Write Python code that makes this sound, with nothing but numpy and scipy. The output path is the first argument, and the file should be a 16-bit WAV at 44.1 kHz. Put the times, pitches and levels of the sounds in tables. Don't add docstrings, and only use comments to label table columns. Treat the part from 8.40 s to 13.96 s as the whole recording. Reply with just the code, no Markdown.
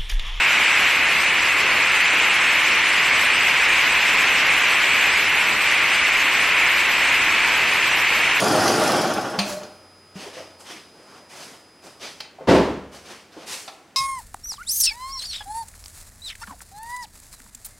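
import sys
import numpy as np
from scipy import signal
from scipy.fft import rfft, irfft, next_fast_len
from scipy.io import wavfile
from scipy.ndimage import uniform_filter1d, map_coordinates

SR = 44100
rng = np.random.default_rng(int(sys.argv[2]) if len(sys.argv) > 2 else 0)


def dump(signal):
    limited = np.clip(np.atleast_2d(signal).T, -1, 1)
    pcm = np.round(limited * 32767).astype(np.int16)
    wavfile.write(sys.argv[1], SR, pcm)


N = 245195

# pitch_hz, likeness (1 = the same)
MOST_ALIKE = [(100, 0.96), (400, 0.99), (1000, .98), (2500, .94), (6000, 0.89), (10000, 1)]
# pitch_hz, likeness (1 = the same)
HISS_AND_TICK_ALIKE = [(500, .995), (3000, .96), (6500, .92), (8000, .72), (11000, .55), (14000, .15)]


def amp(db):
    return 10 ** (np.asarray(db) / 20)


def unit(x):
    return x / np.sqrt(np.mean(x ** 2) + 1e-20)


def along(points, hz):
    f, v = np.transpose(points)
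    return np.interp(np.log(hz + 1), np.log(f + 1), v)


def wobble(rate):
    knots = rng.standard_normal(int(N * rate / SR) + 4)
    return map_coordinates(knots, [np.arange(N) * rate / SR])


def filtered(x, response):
    size = x.shape[-1]
    padded = next_fast_len(size + SR // 2)
    spectrum = rfft(x, padded) * response(np.fft.rfftfreq(padded, 1 / SR))
    return irfft(spectrum, padded)[..., :size]


def spread(pair, alike=MOST_ALIKE):
    def mid_side_gains(hz):
        turn = np.arccos(np.clip(along(alike, hz), -1, 1)) / 2
        return np.array([np.cos(turn), np.sin(turn)])
    mid, side = filtered(pair, mid_side_gains)
    return np.array([mid + side, mid - side])


def noise(spectrum, size=N, alike=MOST_ALIKE):
    white = spread(rng.standard_normal((2, size)), alike)
    return unit(filtered(white, lambda hz: amp(along(spectrum, hz))))


def patchy(x, depth_db):
    z = signal.stft(x, nperseg=512)[2]
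    field = rng.standard_normal(z.shape[1:])
    field = uniform_filter1d(uniform_filter1d(field, 5, 0), 16, 1)
    return unit(signal.istft(z * amp(depth_db * unit(field)), nperseg=512)[1][:, :N])


def resonate(x, modes):
    def response(f):
        return sum((-1) ** k * amp(db) * 1j * f * width / (hz * hz - f * f + 1j * f * width)
                   for k, (hz, width, db) in enumerate(modes))
    return filtered(x, response)


def dying(x, decays):
    hz, t, z = signal.stft(x, SR, nperseg=256)
    fade = amp(-60 * t / along(decays, hz)[:, None])
    return signal.istft(z * fade, SR, nperseg=256)[1][:, :x.shape[1]]


def ring(modes):
    t = np.arange(SR) / SR
    y = sum(amp(db + rng.normal(0, 1.6) - 60 * t / t60) * np.sin(2 * np.pi * (hz * t + rng.random()))
            for hz, db, t60 in modes)
    return y / np.abs(y).max()


def tone(hz, waver):
    pitch_hz = hz * (1 + waver * wobble(38.93))
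    return np.sin(2 * np.pi * np.cumsum(pitch_hz) / SR) * np.sqrt(2)


def add(track, s, sound):
    part = track[:, round(s * SR):][:, :sound.shape[-1]]
    part += sound[..., :part.shape[1]]


def engine():
    # pitch_hz, level_db (per Hz)
    block_colour = [(18, -67), (30, -48), (113, -8.5), (151, -9.5), (340, 1), (397, -18), (437, -6),
                    (472, -6), (749, -1.5), (891, -7.5), (1360, -7), (2160, -21), (3000, -19.5),
                    (3900, -26), (6600, -120)]
    # pitch_hz, level_db
    block_modes = [(129.2, -66), (231.5, -30), (306.8, -70), (349.9, -25.5), (436.0, -33.5), (516.8, -27.5),
                   (619.1, -29.5), (759.0, -25), (834.4, -32.5), (947.5, -62), (1130, -44), (1319, -48),
                   (1410, -36), (1464, -59), (1534, -40)]
    # pitch_hz, level_db (per Hz)
    hiss_colour = [(1060, -21), (1800, 0), (2160, -4.5), (2490, -2), (2930, -8), (3350, -2.5), (3700, -9),
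                   (5070, 0), (7080, -9), (7820, -11.5), (9360, -11.5), (10400, -10), (12400, -19),
                   (15500, -26.5)]
    # pitch_hz, level_db (per Hz)
    tick_colour = [(2000, -19), (4300, -1), (5400, 6), (6500, -7), (8500, -10), (10700, 2), (12500, -15),
                   (15500, -14)]
    idle_rate, first_firing_s = 25.3, .025
    key_off_s, coast_s = .47, .48

    coasting = np.maximum(np.arange(N) / SR - key_off_s, 0)
    speed = np.exp(-coasting / coast_s)
    firings = idle_rate * (np.cumsum(speed) / SR - first_firing_s)
    block_gain = amp(-18.5 - 35 * coasting ** 1.83)
    hiss_gain = amp(-27.5 - 39.5 * coasting ** 1.21)

    compression_db = 0.9 * np.cos(2 * np.pi * firings)
    bank_db = (1 - speed) * np.cos(np.pi * firings)
    throb = amp(compression_db - bank_db)
    shaking = spread(rng.standard_normal((2, N))) * throb + cylinders(firings)
    casing = filtered(shaking, lambda hz: amp(along(block_colour, hz)))
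    ringing = throb * resonate(shaking, [(hz, 11, db) for hz, db in block_modes])
    body = amp(-2.5) * casing / casing[:, :SR].std() + amp(-4.5) * ringing / ringing[:, :SR].std()

    tick_gain = np.exp(-((firings + .55) % 1) / .13) * amp(4 + 1.7 * wobble(23.5))
    valves = tick_gain * noise(tick_colour, alike=HISS_AND_TICK_ALIKE)
    steady_hiss = patchy(noise(hiss_colour, alike=HISS_AND_TICK_ALIKE), depth_db=2.5)
    belt_hiss = amp(1.5 + 0.25 * wobble(148.6)) * steady_hiss
    return block_gain * body + hiss_gain * (belt_hiss + valves)


def cylinders(firings, count=6):
    t = np.arange(SR // 8) / SR
    clatter = rng.standard_normal((count, len(t))) * t * amp(-60 * t / .08)
    out = np.zeros((1, N))
    firing_samples = np.flatnonzero(np.diff(np.floor(firings + .2)))
    for k, at in enumerate(firing_samples):
        add(out, at / SR, clatter[k % count] * amp(rng.normal(0, 1)))
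    return out / out[:, :SR].std()


def mounts():
    stop_s, level_db, pitch_hz, t60_s = 0.98, -13, 203.6, 0.22
    out, t = np.zeros((2, N)), np.arange(SR) / SR
    note = np.sin(2 * np.pi * (pitch_hz * t - .5 * (1 - np.exp(-t / .015))))
    add(out, stop_s, amp(level_db - 60 * t / t60_s) * note * (1 - np.exp(-t / 0.015)))
    return out


def belt():
    # start_s, groan_db, hiss_db
    slip_times = [(1.099, -43, -32.5), (1.13, -30, -34), (1.18, -30.5, -45)]
    # pitch_hz, level_db (per Hz)
    slip_hiss_colour = [(1500, 0), (3000, -4), (5000, -0.5), (7000, -1.5), (9000, -7), (11000, -4.5),
                        (13000, -16), (15500, -12)]
    rise_s, release_t60_s = 0.048, 0.16
    pulley_db, pulley_t60_s = -8.5, 0.57

    t, power = np.arange(N) / SR, np.zeros((2, N))
    for s, *levels in slip_times:
        after = np.maximum(t - s, 0)
        slip_fade = amp(-60 * after / release_t60_s)
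        pulley_fade = amp(pulley_db - 60 * after / pulley_t60_s)
        swell = np.exp(np.minimum(t - s, 0) / rise_s)
        power += (amp(levels)[:, None] * swell * np.maximum(slip_fade, pulley_fade)) ** 2
    groan_gain, hiss_gain = np.sqrt(power)

    groan = tone(609, waver=0.0178) + amp(-10.5) * tone(200, waver=0.037) + amp(-14.5) * tone(390, waver=0.0258)
    squeak = amp(-18) * tone(4200, waver=.005)
    hiss = hiss_gain * noise(slip_hiss_colour, alike=HISS_AND_TICK_ALIKE)
    return amp(3 * wobble(120)) * groan_gain * (groan + squeak) + hiss


def door():
    # start_s, level_db
    contacts = [(4.072, -16), (4.083, -8.5), (4.107, -10.5), (4.143, -12), (4.182, -27.5)]
    # pitch_hz, level_db (per Hz)
    door_colour = [(15, -59), (25, -42), (50, -20), (104, -15.5), (204, -7), (359, -4.5), (389, -5.5),
                   (520, -6), (666, -8.5), (741, -13.5), (970, -12.5), (1300, -20.5), (4750, -32),
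                   (8810, -46), (15500, -62)]
    # pitch_hz, t60_s (time to fall by 60 dB)
    door_decay = [(60, 0.81), (200, 0.67), (600, 0.59), (2000, 0.68), (4500, 0.58), (12000, 0.59)]
    # pitch_hz, level_db, t60_s
    panel_modes = [(72, -4, .95), (117, -6, .4), (198, 0, .4), (232, -3, .4), (288, 0, .45), (353, -1, .5),
                   (398, 1, .5), (495, -1, .5), (663, -4, .55), (867, -6, .5)]

    out, t = np.zeros((2, N)), np.arange(SR) / SR
    for s, db in contacts:
        rattle_db = 2 * wobble(150)[:SR]
        blow = noise(door_colour, size=SR) * amp(-3 - 60 * t / .14 + rattle_db)
        tail = amp(-2.5) * dying(noise(door_colour, size=SR), door_decay)
        panels = amp(-3) * ring(panel_modes)
        add(out, s, amp(db) * (blow + tail + panels) * (1 - np.exp(-t / .003)))
    return out


def driver():
    # start_s, swell_s, scrape_db (2 dB is added below), swish_db
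    strokes = [(1.741, 0.092, -41.5, -46.5), (1.916, 0.068, -44, -50.5), (2.176, 0.03, -57, -49.5),
               (2.244, 0.072, -41, -46.5), (2.525, 0.25, -54.5, -59), (2.881, 0.15, -44.5, -45.5),
               (2.978, 0.14, -53.5, -52), (3.415, 0.048, -51, -50), (3.59, 0.061, -38.5, -44.5),
               (4.507, 0.043, -47, -49), (4.632, 0.082, -44.5, -49), (4.903, 0.13, -49.5, -55.5),
               (5.055, .077, -37, -34)]
    # pitch_hz, level_db (per Hz)
    scrape_colour = [(410, -37), (700, -7.5), (1620, -3.5), (1930, -0.5), (2070, -1.5), (3130, -0.5),
                     (4070, -4.5), (5000, -2.5), (6500, -7.5), (11000, -120)]
    # pitch_hz, level_db (per Hz)
    swish_colour = [(2500, -30), (4500, -2.5), (6000, -2.5), (8000, -2.5), (10400, -6), (13000, -15),
                    (15500, -23)]
    # pitch_hz, level_db (per Hz)
    shuffle_colour = [(47, -47), (80, -32), (114, -13), (216, -8), (419, -4), (456, -5), (529, -3.5),
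                      (719, -4), (1500, -10.5), (1950, -18.5), (3300, -120)]
    catch_s, swell_db, fade_db_per_s = .025, 8, 108
    shuffle_db, shuffle_growth = -41.5, 0.37

    t, power = np.arange(N) / SR, np.zeros((3, N))
    hardest_db = max(row[2] for row in strokes)
    for start, swell, scrape_db, swish_db in strokes:
        past_crest = t - start - swell
        shape_db = np.minimum(swell_db * past_crest / swell, -fade_db_per_s * past_crest)
        stroke = np.clip((t - start) / catch_s, 0, 1) * amp(shape_db)
        body_db = shuffle_db + shuffle_growth * (scrape_db - hardest_db)
        power += (amp([scrape_db, swish_db, body_db])[:, None] * stroke) ** 2
    scrape_gain, swish_gain, body_gain = np.sqrt(power)

    grains = unit(amp(0.68 * wobble(900) + 0.54 * wobble(65)))
    scrape = amp(2) * scrape_gain * patchy(noise(scrape_colour), depth_db=1.6)
    swish = swish_gain * noise(swish_colour)
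    shuffle = body_gain * patchy(noise(shuffle_colour), depth_db=2.5)
    return grains * (scrape + swish) + shuffle


def hard_knocks():
    # start_s, level_db, ring_db, rattle_db (8 dB is taken off below), pitch_hz
    hits = [(.277, -11.5, -17, -14, 6460), (.988, -11, -11.5, 1, 4670), (1.232, -30.5, -18, -9, 6700),
            (3.803, -20, -20.5, -9.5, 4530), (5.277, -30.5, -19, 8, 1010)]
    # pitch_hz, width_hz, level_db
    ring_modes = [(2520, 210, -1), (3380, 470, -10), (4180, 160, -1), (4820, 140, -3), (6010, 89, -2.5),
                  (6900, 220, -13), (8700, 370, -13)]
    crack_colour = [(500, -5.5), (2500, -4), (4700, 3.5), (7000, -12.5), (15000, -25)]  # pitch_hz, level_db
    rattle_colour = [(300, -27), (700, 2.5), (1100, -5), (1600, -11.0), (2200, -10.0), (4500, -9), (9000, -40)]

    out, t = np.zeros((2, N)), np.arange(SR) / SR
    for s, db, ring_db, rattle_db, hz in hits:
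        crack = noise(crack_colour, size=SR) * amp(-3.5 - 60 * t / 0.039)
        brief_ring = unit(resonate(spread(rng.standard_normal((2, SR))), ring_modes))
        brief_ring = brief_ring * amp(ring_db - 60 * t / 0.24)
        note = amp(-5) * ring([(hz, 0, .04), (hz * .91, -5, .05)])
        rattle = noise(rattle_colour, size=SR) * amp(rattle_db - 8.0 - 60 * t / 0.088)
        add(out, s, amp(db) * (crack + brief_ring + note + rattle) * (1 - np.exp(-t / 0.0018)))
    return out + amp(-8) * walls(out)


def soft_knocks():
    # start_s, level_db, pitch_hz
    touches = [(1.755, -30.5, 193), (1.86, -29.5, 408), (1.968, -28.5, 531), (1.999, -33.5, 570),
               (2.724, -47, 850), (3.984, -34, 760), (4.008, -27, 529), (4.966, -30.5, 318)]
    bump_colour = [(60, -25), (200, -3), (650, 0), (1500, -17), (6000, -38), (12000, -60)]  # pitch_hz, level_db

    bumps, panels, t = np.zeros((2, N)), np.zeros((2, N)), np.arange(SR) / SR
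    for s, db, hz in touches:
        onset = amp(db) * (1 - np.exp(-t / .002))
        add(bumps, s, onset * noise(bump_colour, size=SR) * amp(-11 - 60 * t / .12))
        add(panels, s, onset * ring([(hz, 0, .16), (hz * .85, -7, .09), (hz * 1.2, -7, .09)]))
    return amp(-0.5) * panels + bumps + amp(1.5) * walls(bumps)


def electrics():
    # multiple of its pitch, level_db
    whine_partials = [(1, 2), (2, -8), (3, -28)]
    whine_hz, whine_on_s, whine_off_s = 4999.3, 1.17, 3.8
    hum_on_s, hum_drop_s, hum_off_s = 0.98, 2.26, 5.2

    t = np.arange(N) / SR
    phase = 2 * np.pi * whine_hz * t + .1 * wobble(31.4)
    whine = sum(amp(db) * np.sin(round(k) * phase) for k, db in whine_partials)
    hum = tone(91.5, waver=0.011) + amp(-2.5) * tone(1276, waver=0.00074)
    whine_gain = amp(-55.5 - 1.1 * (t - whine_on_s)) * held(whine_on_s, whine_off_s)
    hum_gain = amp(-63.5) * held(hum_on_s, hum_drop_s) + amp(-72) * held(hum_drop_s, hum_off_s)
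    return whine_gain * whine + hum_gain * hum


def held(on_s, off_s):
    t, ramp_s = np.arange(N) / SR, 0.11
    return np.clip(np.minimum(t - on_s, off_s - t) / ramp_s + .5, 0, 1)


def walls(x):
    # pitch_hz, t60_s (time to fall by 60 dB)
    wall_decay = [(150, 0.27), (1000, 0.78), (5000, 0.35), (12000, 0.077)]
    tail = dying(spread(rng.standard_normal((2, SR // 2))), wall_decay)
    return signal.fftconvolve(x, tail / np.linalg.norm(tail[0]), axes=1)[:, :N]


def outdoor_air():
    # pitch_hz, level_db (per Hz)
    air_colour = [(15, -43), (25, -12), (297, 5), (1850, -6.5), (2120, -6), (4150, -13.5), (4870, -12),
                  (5280, -13.5), (9550, -20.5), (10400, -23), (11200, -26), (15500, -29)]
    return amp(-53.5) * noise(air_colour)


def scene():
    car = engine() + mounts() + belt() + electrics()
    return car + hard_knocks() + soft_knocks() + door() + driver() + outdoor_air()


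def record(dry):
    rounded = dry / (1 + np.abs(dry / .95) ** 6) ** (1 / 6)
    top_hz, bass_hz = 15800, 36
    return filtered(rounded, lambda hz: (hz < top_hz) * hz ** 3 / np.hypot(hz ** 3, bass_hz ** 3))


dry = scene()
out = record(dry)
dump(out)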